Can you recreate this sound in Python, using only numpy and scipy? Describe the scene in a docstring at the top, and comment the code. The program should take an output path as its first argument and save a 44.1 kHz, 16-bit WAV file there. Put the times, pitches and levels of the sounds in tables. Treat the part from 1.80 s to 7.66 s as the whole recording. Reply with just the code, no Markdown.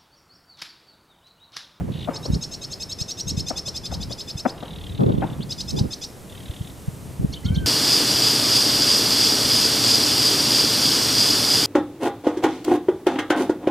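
"""A gust bumps the microphone and a dry rattle opens the song of a sedge warbler on a wire fence.
Both sides of its syrinx sound at once in runs of harsh chirps, each set by effort and pitch; its
rattles are trains of pulses that slow a little, and three lower chips follow as it turns away.
Wind buffets throughout, dull knocks ring hollow, mostly on the left, and the reed bed hisses.
At the end a farther bird starts a mewing call."""
import sys
import numpy as np
from scipy import signal
from scipy.fft import rfft, irfft, next_fast_len
from scipy.io import wavfile
from scipy.ndimage import uniform_filter1d

SR = 44100
rng = np.random.default_rng(int(sys.argv[2]) if len(sys.argv) > 2 else 0)


def master_out(mix):
    """Clip the mix to full scale and print it as 16-bit PCM to the path in sys.argv[1]."""
    frames = np.transpose(np.atleast_2d(mix))
    ceiling = np.clip(frames, -1, 1)
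    pcm = np.round(ceiling * 32767).astype(np.int16)
    wavfile.write(sys.argv[1], SR, pcm)


N = 258426
TIME = np.arange(N) / SR


# delivery along the song: time_s, open_bill_treble_db, sweep_overshoot_hz, sweep_accent_db
DELIVERY = [(.35, -12, 100, 2), (1.1, 0, 100, -.5), (1.55, -0.5, 100, -2), (2.1, 0, 50, 3),
            (2.7, 1, 200, -0.5), (3.7, 0.5, 650, 7), (4, -2, 650, 6), (4.2, -3, 400, 1)]
# weaker mixing tones of the two voices: upper_multiple, lower_multiple
MIXING_TONES = [(2, 0), (0, 3), (1, 2), (2, 1), (3, 0), (1, 3), (2, 2), (1, 4), (4, 0)]
# trim of each mixing tone: level_db
MIXING_TRIMS = [-7, -9, -30, -21, -15.5, -37, -21, -23, -28]

def chirp(s, upper_hz, lower_hz, top_hz, held_db, octave_db, sum_db, sweep_db, top_db):
    """Both sides of the syrinx hold a note and mix; then the upper sweeps up and the lower stops."""
    t = np.arange(-.038, .03, 1 / SR)
    bill_db, overshoot_hz, _ = follow(DELIVERY, s)
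    upper, = follow([(-.034, .9 * upper_hz), (-.027, .97 * upper_hz), (-.0095, 1.012 * upper_hz),
                     (-.0045, 1.075 * upper_hz), (0, 4405), (.0065, .985 * top_hz),
                     (.013, top_hz + overshoot_hz), (.021, top_hz - .18 * overshoot_hz)], t)
    lower, = follow([(-.034, .98 * lower_hz), (-.017, lower_hz), (-.006, 1.015 * lower_hz),
                     (0, 1.09 * lower_hz), (.008, 1.33 * lower_hz)], t)
    bend = 1 + .009 * wander(len(t), hz=88)
    high, low = phase_of(upper * bend, jitter=.011), phase_of(lower * bend, jitter=.011)
    upper_db, = follow([(-.037, held_db - 30), (-.027, held_db + 4.5), (-.01, held_db + 1),
                        (-.004, sweep_db), (.004, sweep_db), (.007, top_db + 3.5), (.013, top_db - 3.5),
                        (.018, top_db - 22), (.022, top_db - 25), (.029, top_db - 40)], t)
    duet_db, = follow([(-.037, -28), (-.03, -12), (-.02, -1.5), (-.008, 0), (-.001, -6),
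                       (.004, -10.5), (.012, -28), (.02, -70)], t)
    held = from_db(octave_db) * np.cos(2 * low) + from_db(sum_db) * np.cos(high + low)
    # the lower voice's own pitch fades as the sweep starts
    held += from_db(held_db - 7) * np.cos(low) / (1 + np.exp((t + .00076) / .0014))
    # a harder push strengthens the mixing tones; an open bill lets the highest ones out
    push = from_db((held_db + octave_db + sum_db) / 3)
    mixing = sum(from_db(db + bill_db * (m + n > 2)) * np.cos(m * high + n * low)
                 for (m, n), db in zip(MIXING_TONES, MIXING_TRIMS))
    # the voices break into a rasp as the sweep pulls them apart
    rasp = from_db(bill_db - 19.5) * band_noise(len(t), 9500, 14500) * bump(t + .003, width_s=.011)
    rasp += from_db(-11) * band_noise(len(t), 2800, 7800) * bump(t + .004, width_s=.018)
    buzz_hz = np.full(len(t), 900)
    buzz = 1 + .5 * bump(t - .001, width_s=.008) * np.cos(phase_of(buzz_hz, jitter=.2))
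    duet = from_db(duet_db + 2.2 * wander(len(t), hz=90)) * (held + push * mixing)
    voice = from_db(upper_db) * buzz * np.cos(high) + duet + push * rasp
    shimmer = 1 + .16 * wander(len(t), hz=1500)
    return s + t[0], voice * shimmer


# a chirp's parts (held upper voice, lower octave, sum tone, sweep, top): base_db, db_per_effort_db
CHIRP_PARTS = [(-43.5, 0.77), (-33, 1), (-35.5, 1.15), (-30, .5), (-29.5, 0.7)]
# how far each part ducks under an accent: db_per_accent_db
ACCENT_DUCK = (0.54, 0, 1, -0.08, 2)

def syrinx(s, effort_db, upper_hz):
    """Pitch and effort set both voices, the sweep's top and each part's level, with a little scatter."""
    accent_db = follow(DELIVERY, s)[2]
    shift_hz = upper_hz - 3700  # away from the usual pitch
    lower_hz = 2580 + .408 * shift_hz + rng.normal(0, 18)
    top_hz = 5427 + .7 * shift_hz + 29.5 * effort_db + rng.normal(0, 70)
    levels_db = [db + growth * effort_db - duck * accent_db + rng.normal(0, 1)
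                 for (db, growth), duck in zip(CHIRP_PARTS, ACCENT_DUCK)]
    return upper_hz, lower_hz, top_hz, *levels_db


def rattle_pulse(length, hz, fall, lower_db):
    """A hoarse downward flick with a quick start and a weak lower voice."""
    progress = np.linspace(0, 1, max(round(length * SR), 100))
    pitch = hz * (1 + fall * (.45 - progress))
    high, low = phase_of(pitch, jitter=.05), phase_of(.6 * pitch, jitter=.04)
    rasp_hz = (2550, 4300)
    rasp = .45 * unit(band(band_noise(len(pitch), *rasp_hz), *rasp_hz))
    tone = .75 * np.cos(high) + from_db(lower_db) * np.cos(low) + .08 * np.cos(high + low)
    return np.sin(np.pi * progress ** .75) * (tone + rasp)


# dry rattles: start_s, end_s, first_spacing_s, spacing_growth_s, pulse_length_s, pitch_hz,
# fall_share, lower_voice_db, first_db, last_db, swell_db
RATTLE_CUES = [(.1175, .25, .0173, .00004, .016, 3450, .42, -12, -43.5, -35, .5),
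               (2.7768, 3.548, .02496, .00022, .0125, 3460, .22, -15, -40.5, -44.5, 1.8),
               (4.495, 4.917, .0263, .00007, .0125, 3400, .25, -12, -44, -44, 3)]

def rattles():
    """Trains of flicks that slow a little as they go and swell in the middle."""
    out = np.zeros(N)
    for start, end, spacing, growth, length, hz, fall, lower_db, first_db, last_db, swell in RATTLE_CUES:
        s = start
        while s < end:
            progress = (s - start) / (end - start)
            db = first_db + (last_db - first_db) * progress + swell * np.sin(np.pi * progress)
            gain = from_db(db + rng.normal(0, 1.2))
            add(out, s, gain * rattle_pulse(length, hz * rng.normal(1, .04), fall, lower_db))
            s += max(spacing, length)
            spacing += growth
    return out


def chip(s, sweep_db, opening_db, closing_hz, closing_db):
    """A lower two-voiced chirp, closed after a tiny gap by a short pure note."""
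    t = np.arange(-.022, .038, 1 / SR)
    upper, upper_db = follow([(-.021, 2646, -40), (-.01, 2833, -16), (-.004, 3225, -.5), (0, 3560, -.5),
                              (.004, 4150, -5.5), (.009, 4290, -35), (.02, 4290, -70)], t)
    lower, lower_db = follow([(-.021, 2014, -22), (-.014, 2140, -7.5), (-.008, 2190, -6.5),
                              (-.002, 2220, -16), (.006, 2400, -35), (.02, 2400, -68)], t)
    bend, note_db = follow([(.012, .96, -40), (.017, .985, -5), (.023, 1, 0), (.029, 1.005, -2),
                            (.037, 1, -35)], t)
    high, low = phase_of(upper, jitter=.025), phase_of(lower, jitter=.018)
    mixing = (np.cos(2 * low) + .18 * np.cos(low) + .32 * np.cos(high + low)
              + .52 * np.cos(2 * high) + .21 * np.cos(3 * low))
    opening = from_db(opening_db + lower_db) * mixing
    sweep = from_db(sweep_db + upper_db) * np.cos(high)
    closing = from_db(closing_db + note_db) * np.cos(phase_of(bend * closing_hz, jitter=.015))
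    return s + t[0], opening + sweep + closing


# two runs of harsh chirps: mid_sweep_s, effort_db, upper_pitch_hz
CHIRP_CUES = [(0.365, -3.5, 3770), (0.457, -3.5, 3875), (0.547, -4.5, 3830), (0.641, 1, 3780),
              (0.7434, -2.5, 3810), (0.843, -2, 3840), (0.9337, -2.5, 3790), (1.0288, 0, 3730),
              (1.1214, -0.5, 3820), (1.2161, 1, 3760), (1.3117, 2, 3748), (1.4034, 1.5, 3755),
              (1.501, 3, 3800), (1.599, 1.5, 3725), (1.6948, 2.5, 3736), (1.787, 1.5, 3644),
              (1.886, 3, 3634), (1.9725, 2, 3574), (2.065, 0.5, 3540), (2.1447, 0, 3650),
              (2.2324, -1, 3540), (2.326, -1.5, 3450), (2.41, -3, 3570), (2.5046, -2, 3610),
              (2.5994, -2.3, 3680), (2.697, -10, 3520), (3.7253, 4.5, 3570), (3.811, 4.5, 3557),
              (3.9076, 4, 3620), (3.994, 5.5, 3500), (4.136, 1, 3640), (4.2431, 0.5, 3530)]
# the parting chips: mid_sweep_s, sweep_db, opening_db, closing_pitch_hz, closing_db
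CHIP_CUES = [(5.544, -31.5, -28, 3050, -34), (5.665, -31, -30.5, 3134, -32.5),
             (5.763, -30.5, -29, 3120, -33)]
# a soft upward slur into the second run: time_s, pitch_hz, level_db
LEAD_IN_SLUR = [(3.606, 2890, -39), (3.612, 3150, -44), (3.624, 3430, -38), (3.631, 4330, -34.5),
                (3.637, 4440, -44), (3.642, 4660, -61.5)]
# early reflections off the fence and the ground: delay_s, gain
REFLECTIONS = [(.00312, .45), (.0011, .08)]

def warbler():
    """The whole song, dead centre, with its close reflections and a thin ring from the reeds."""
    song = rattles()
    for s, effort_db, hz in CHIRP_CUES:
        add(song, *chirp(s, *syrinx(s, effort_db, hz)))
    for cue in CHIP_CUES:
        add(song, *chip(*cue))
    add(song, *whistle(LEAD_IN_SLUR, octave_db=-18, jitter=.056))
    close = song.copy()
    for delay, gain in REFLECTIONS:
        add(close, delay, gain * song)
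    return close + reed_scatter(song, t60=.05, wet_db=-14) + reed_scatter(song, t60=.26, wet_db=-11)


# the light wind that never stops: time_s, level_db
BREEZE_FADER = [(0.0, -30), (0.33, -38), (0.72, -44), (1.31, -49), (1.55, -40.5), (2.74, -46),
                (3.12, -32.5), (3.34, -36), (3.65, -40), (3.98, -34.5), (4.23, -48), (5.07, -40.5),
                (5.7, -37), (5.86, -35.5)]
# gusts that strike the microphone: start_s, length_s, buffet_db, rumble_db
GUST_CUES = [(0, .11, -32.5, -47), (0.127, 0.051, -48, -55), (0.477, 0.089, -26.5, -26),
             (1.452, 0.19, -34, -32), (2.09, 0.22, -38.5, -34), (3.11, 0.072, -42, -36.5),
             (3.184, 0.12, -19.5, -47), (3.315, 0.14, -24, -34), (3.484, 0.17, -34.5, -48),
             (3.916, 0.15, -25.5, -33), (5.4, 0.059, -26, -28), (5.484, 0.022, -32, -28),
             (5.636, 0.26, -30, -26)]

def wind_strength(attack_s=.01, release_s=.017):
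    """Rumble and buffet in dB: each gust rises, holds and dies away on top of the breeze."""
    breeze_db, = follow(BREEZE_FADER, TIME)
    power = from_db(breeze_db - 2.5) ** 2
    for start, length, buffet_db, rumble_db in GUST_CUES:
        t = TIME - start
        swell = np.clip(t / attack_s, 0, 1) * np.exp(-np.maximum(t - length, 0) / release_s)
        power = power + (from_db([[rumble_db], [buffet_db]]) * swell) ** 2
    return 10 * np.log10(power)


# the wind's three colours, low to high: frequency_hz, relative_db
RUMBLE_EQ = [(15, -28), (28, -23), (45, -10), (65, -1), (95, -1), (125, -9), (200, -35), (500, -66)]
BUFFET_EQ = [(50, -61), (90, -19.5), (120, 1), (170, -0.5), (240, -8.5), (350, -14.5), (600, -35.5),
             (1200, -59), (4000, -65)]
FLUTTER_EQ = [(120, -31), (230, -1.5), (320, -7), (450, -5.5), (700, -17), (1200, -28), (2500, -51),
              (5000, -80)]
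# the slow rumble reaches both ports much alike: frequency_hz, correlation
RUMBLE_STEREO = [(30, .92), (100, .72)]
# the side the wind comes from: time_s, left_over_right_db
WIND_PAN = [(0, -2), (.5, -1), (1.5, 1), (2.6, -0.5), (3.25, 0.5), (4, -2.5), (4.6, 1), (5.4, 0), (5.8, -1)]
# single eddies that pop on the microphone: peak_s, level_db, pitch_hz
EDDY_POPS = [(.013, -26, 150), (0.09, -23, 170), (0.504, -10, 179), (.536, -9, 147), (1.218, -17.5, 119),
             (1.579, -13, 135), (2.558, -19, 104), (3.214, -16, 164), (3.266, -10.5, 174),
             (3.295, -26, 310), (3.383, -11.5, 230), (3.942, -12.5, 153), (4.015, -6, 132),
             (4.702, -19, 83), (4.813, -16.5, 120), (5.085, -12.5, 125), (5.4, -13, 130), (5.448, -6, 167),
             (5.658, -11, 150), (5.709, -7, 126), (5.777, -8.5, 131)]

def wind():
    """Turbulence at the microphone's two ports: rumble, buffets that brighten as they grow, eddies."""
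    rumble_db, buffet_db = wind_strength()
    flutter_db = buffet_db - 4 + .79 * (buffet_db + 23.5)
    side_db, = follow(WIND_PAN, TIME)
    rumble = from_db(rumble_db) * noise_pair(RUMBLE_EQ, RUMBLE_STEREO)
    buffet = from_db(buffet_db) * noise_pair(BUFFET_EQ, correlation=[(120, .57), (300, .76)])
    flutter = from_db(flutter_db) * noise_pair(FLUTTER_EQ, correlation=[(250, -.19), (600, -.85)])
    puffs = from_db(3.37 * wander(N, hz=49))
    out = panned(rumble + puffs * (buffet + flutter), side_db)
    t = np.arange(-.03, .03, 1 / SR)
    for s, db, hz in EDDY_POPS:
        port_phases = 2 * np.pi * rng.random() + rng.normal(0, 1.01, (2, 1))
        pop = bump(t, width_s=.51 / hz) * np.cos(2 * np.pi * hz * t + port_phases)
        add(out, s + t[0], from_db(db) * pop)
    return out


def scuff(length):
    """A brief scrape whose energy is spread evenly over all frequencies."""
    swell = signal.windows.tukey(max(round(length * SR), 100), .4)
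    force = rng.standard_normal(len(swell)) * swell
    for _ in range(2):
        flat_spectrum = np.exp(1j * np.angle(rfft(force, 2 * len(swell))))
        force = irfft(flat_spectrum)[:len(swell)] * swell
    return force


# dull knocks: start_s, level_db, length_s, left_over_right_db, tail_db, tuning_ratio
KNOCK_CUES = [(.002, -36, 0.013, -6, -32, 1), (0.078, -38.5, 0.018, -9, -27, 0.73),
              (0.27, -30.5, 0.029, 8, -12, 0.93), (0.282, -24, 0.016, 7, -11, 0.86),
              (0.452, -31, 0.015, 5.5, -14, 0.69), (1.701, -27, 0.017, 9.5, -13.5, 0.93),
              (1.874, -39.5, 0.015, 11, -9.5, 0.76), (2.099, -34.5, 0.033, 5, -11, 0.98),
              (2.302, -36, 0.021, 7, -15, 0.8), (2.649, -17.5, 0.011, 5.5, -32, 0.96),
              (2.656, -16, .011, 8.5, -17, 1.002), (2.823, -32, 0.015, 6.5, -8, 0.91),
              (3.416, -23.5, 0.019, 6, -13, 1.04), (3.425, -27, 0.023, 6, -16, 1.14),
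              (3.975, -39.5, 0.041, -2, -14, 1.13)]
# the resonances they ring with: pitch_hz, width_hz, level_db
KNOCK_MODES = [(262, 120, 8.5), (535, 90, -1), (750, 190, 8), (1400, 450, -8.5), (1950, 400, -20),
               (2350, 600, -21)]

def knocks(port_shift_rad=.66):
    """Short scuffing blows into a few low resonances; the two ports hear them out of step."""
    t = np.arange(SR // 8) / SR
    out, lingering = np.zeros((2, N)), np.zeros(N)
    port_shift = np.exp(1j * np.array([[0], [port_shift_rad]]))
    for s, db, length, side_db, tail_db, tuning in KNOCK_CUES:
        # steep resonances with deep valleys between them make the blow hollow
        body = np.zeros(len(t))
        for k, (hz, width, mode_db) in enumerate(KNOCK_MODES):
            envelope = from_db(mode_db) * width ** 2 * t * np.exp(-np.pi * width * t)
            body += (-1) ** k * envelope * np.sin(2 * np.pi * tuning * hz * t)
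        blow = signal.hilbert(signal.fftconvolve(scuff(length), band(body, 152, 4000)))
        blow *= from_db(db) * np.sqrt(length * SR) / np.linalg.norm(blow.real)
        add(out, s, panned((blow * port_shift).real, side_db))
        add(lingering, s + length / 2, from_db(db + tail_db) * unit(band(scuff(length), 260, 950)))
    return out + reed_scatter(lingering, t60=.48, wet_db=4.5)


# the far bird's mew: time_s, pitch_hz, level_db
MEW_GLIDE = [(5.63, 1270, -64.5), (5.665, 1404, -46), (5.71, 1500, -50), (5.75, 1565, -48.5),
             (5.79, 1587, -48), (5.825, 1550, -42.5), (5.86, 1496, -35)]

def far_bird():
    """A clean arched mew with a weaker second voice above it."""
    second_voice = [(5.635, 1964, -50.5), (5.665, 2210, -52), (5.69, 2140, -56),
                    (5.735, 2320, -51), (5.78, 2350, -66)]
    call = np.zeros(N)
    add(call, *whistle(MEW_GLIDE, octave_db=-32.5, jitter=.00264))
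    add(call, *whistle(second_voice, octave_db=-30, jitter=.0052))
    return call + reed_scatter(call, t60=.4, wet_db=-9)


# the hiss of the reeds, ridden around its own average: time_s, relative_db
HISS_FADER = [(0, -59.5), (.4, -53), (1.6, -58), (2.5, -54), (2.75, -56.5), (3.1, -53.5), (3.3, -59.5),
              (3.55, -54), (3.9, -52), (5.1, -50), (5.86, -52)]
# colour of the open air: frequency_hz, relative_db
AIR_EQ = [(60, -7), (130, -1.5), (300, -4.5), (500, -7), (1200, -17.5), (2400, -22.5), (3100, -23.5),
          (4800, -27), (8800, -26.5), (12500, -28), (14300, -32.5), (15600, -38)]
# its stereo image: frequency_hz, correlation
AIR_STEREO = [(100, 1), (600, 0.72), (1500, 0.55), (3000, 0.85), (6000, 1), (9000, 1), (13000, 0.3)]

def reeds(air_db=-43, crossover_hz=4500):
    """A steady bed of open air; the hiss of the reeds swells and sinks above it."""
    hiss_db, = follow(HISS_FADER, TIME)
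    air = from_db(air_db) * noise_pair(AIR_EQ, AIR_STEREO)
    bed = signal.sosfiltfilt(signal.butter(2, crossover_hz, fs=SR, output="sos"), air)
    swell = from_db(hiss_db - hiss_db.mean() + .44 * wander(N, hz=35))
    return bed + (air - bed) * swell


def reed_scatter(x, t60, wet_db):
    """Scatter from the stems: a thin reverb tail, different in each ear."""
    t = np.arange(SR // 2) / SR
    taps = rng.standard_normal((2, len(t))) * (rng.random((2, len(t))) < .1)
    tail = (taps + .82 * taps[::-1]) * from_db(-60 * t / t60) * (1 - np.exp(-t / .003))
    tail /= np.linalg.norm(tail[0])
    return from_db(wet_db) * signal.fftconvolve(x[None], tail, axes=1)[:, :N]


def whistle(glide, octave_db, jitter):
    """One gliding note with its octave; returns start time and sound."""
    t = np.arange(glide[0][0], glide[-1][0], 1 / SR)
    hz, db = follow(glide, t)
    phase = phase_of(hz, jitter)
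    return t[0], from_db(db) * (np.cos(phase) + from_db(octave_db) * np.cos(2 * phase))


def phase_of(hz, jitter):
    """Phase of one side of the syrinx, whose pitch trembles by the share jitter."""
    tremble = 1 + jitter * wander(len(hz), hz=900)
    return 2 * np.pi * np.cumsum(uniform_filter1d(hz, size=90) * tremble) / SR


def noise_pair(eq, correlation):
    """Two channels of coloured noise that are partly the same, at rms 1."""
    size = next_fast_len(N)
    hz = np.fft.rfftfreq(size, 1 / SR)
    left, other = rfft(rng.standard_normal((2, size)))
    alike = np.clip(over_hz(correlation, hz), -1, 1)
    right = alike * left + np.sqrt(1 - alike ** 2) * other
    return unit(irfft(np.array([left, right]) * from_db(over_hz(eq, hz)), size)[:, :N])


def wander(size, hz):
    """Smooth random drift of rms 1 that moves up to about hz times a second."""
    f = np.fft.rfftfreq(size, 1 / SR)
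    return unit(irfft(rfft(rng.standard_normal(size)) * np.exp(-(f / hz) ** 2), size))


def band(x, low_hz, high_hz):
    """A gentle band-pass."""
    return signal.sosfilt(signal.butter(2, [low_hz, high_hz], "band", fs=SR, output="sos"), x)


def band_noise(size, low_hz, high_hz):
    """Band-passed noise of rms 1."""
    return unit(band(rng.standard_normal(size), low_hz, high_hz))


def bump(t, width_s):
    """A bell-shaped envelope that peaks at t = 0."""
    return np.exp(-(t / width_s) ** 2)


def follow(rows, t):
    """Each column of a curve table at the times t."""
    s, *columns = np.transpose(rows)
    return [np.interp(t, s, c) for c in columns]


def over_hz(points, hz):
    """A spectrum table read on a log-frequency axis."""
    f, value = np.transpose(points)
    return np.interp(np.log(hz + 1), np.log(f + 1), value)


def add(mix, s, sound):
    """Mixes a sound in at time s."""
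    part = mix[..., max(round(s * SR), 0):][..., :sound.shape[-1]]
    part += sound[..., :part.shape[-1]]


def panned(x, side_db):
    """Leans a sound to the left by side_db."""
    return np.array([from_db(side_db / 2), from_db(-side_db / 2)]).reshape(2, -1) * x


def from_db(db):
    """Decibels to gain."""
    return 10 ** (np.asarray(db) / 20)


def unit(x):
    """Scales to rms 1."""
    return x / np.sqrt(np.mean(x ** 2) + 1e-20)


def scene():
    """The full stereo mix at the microphone."""
    return warbler() + far_bird() + knocks() + wind() + reeds()


def record(dry):
    """A steep high cut takes off the very top."""
    cutoff_hz = 15650
    high_cut = signal.firwin(511, cutoff_hz, window=("kaiser", 9), fs=SR)
    return signal.oaconvolve(dry, high_cut[None], "same")


dry = scene()
out = record(dry)
master_out(out)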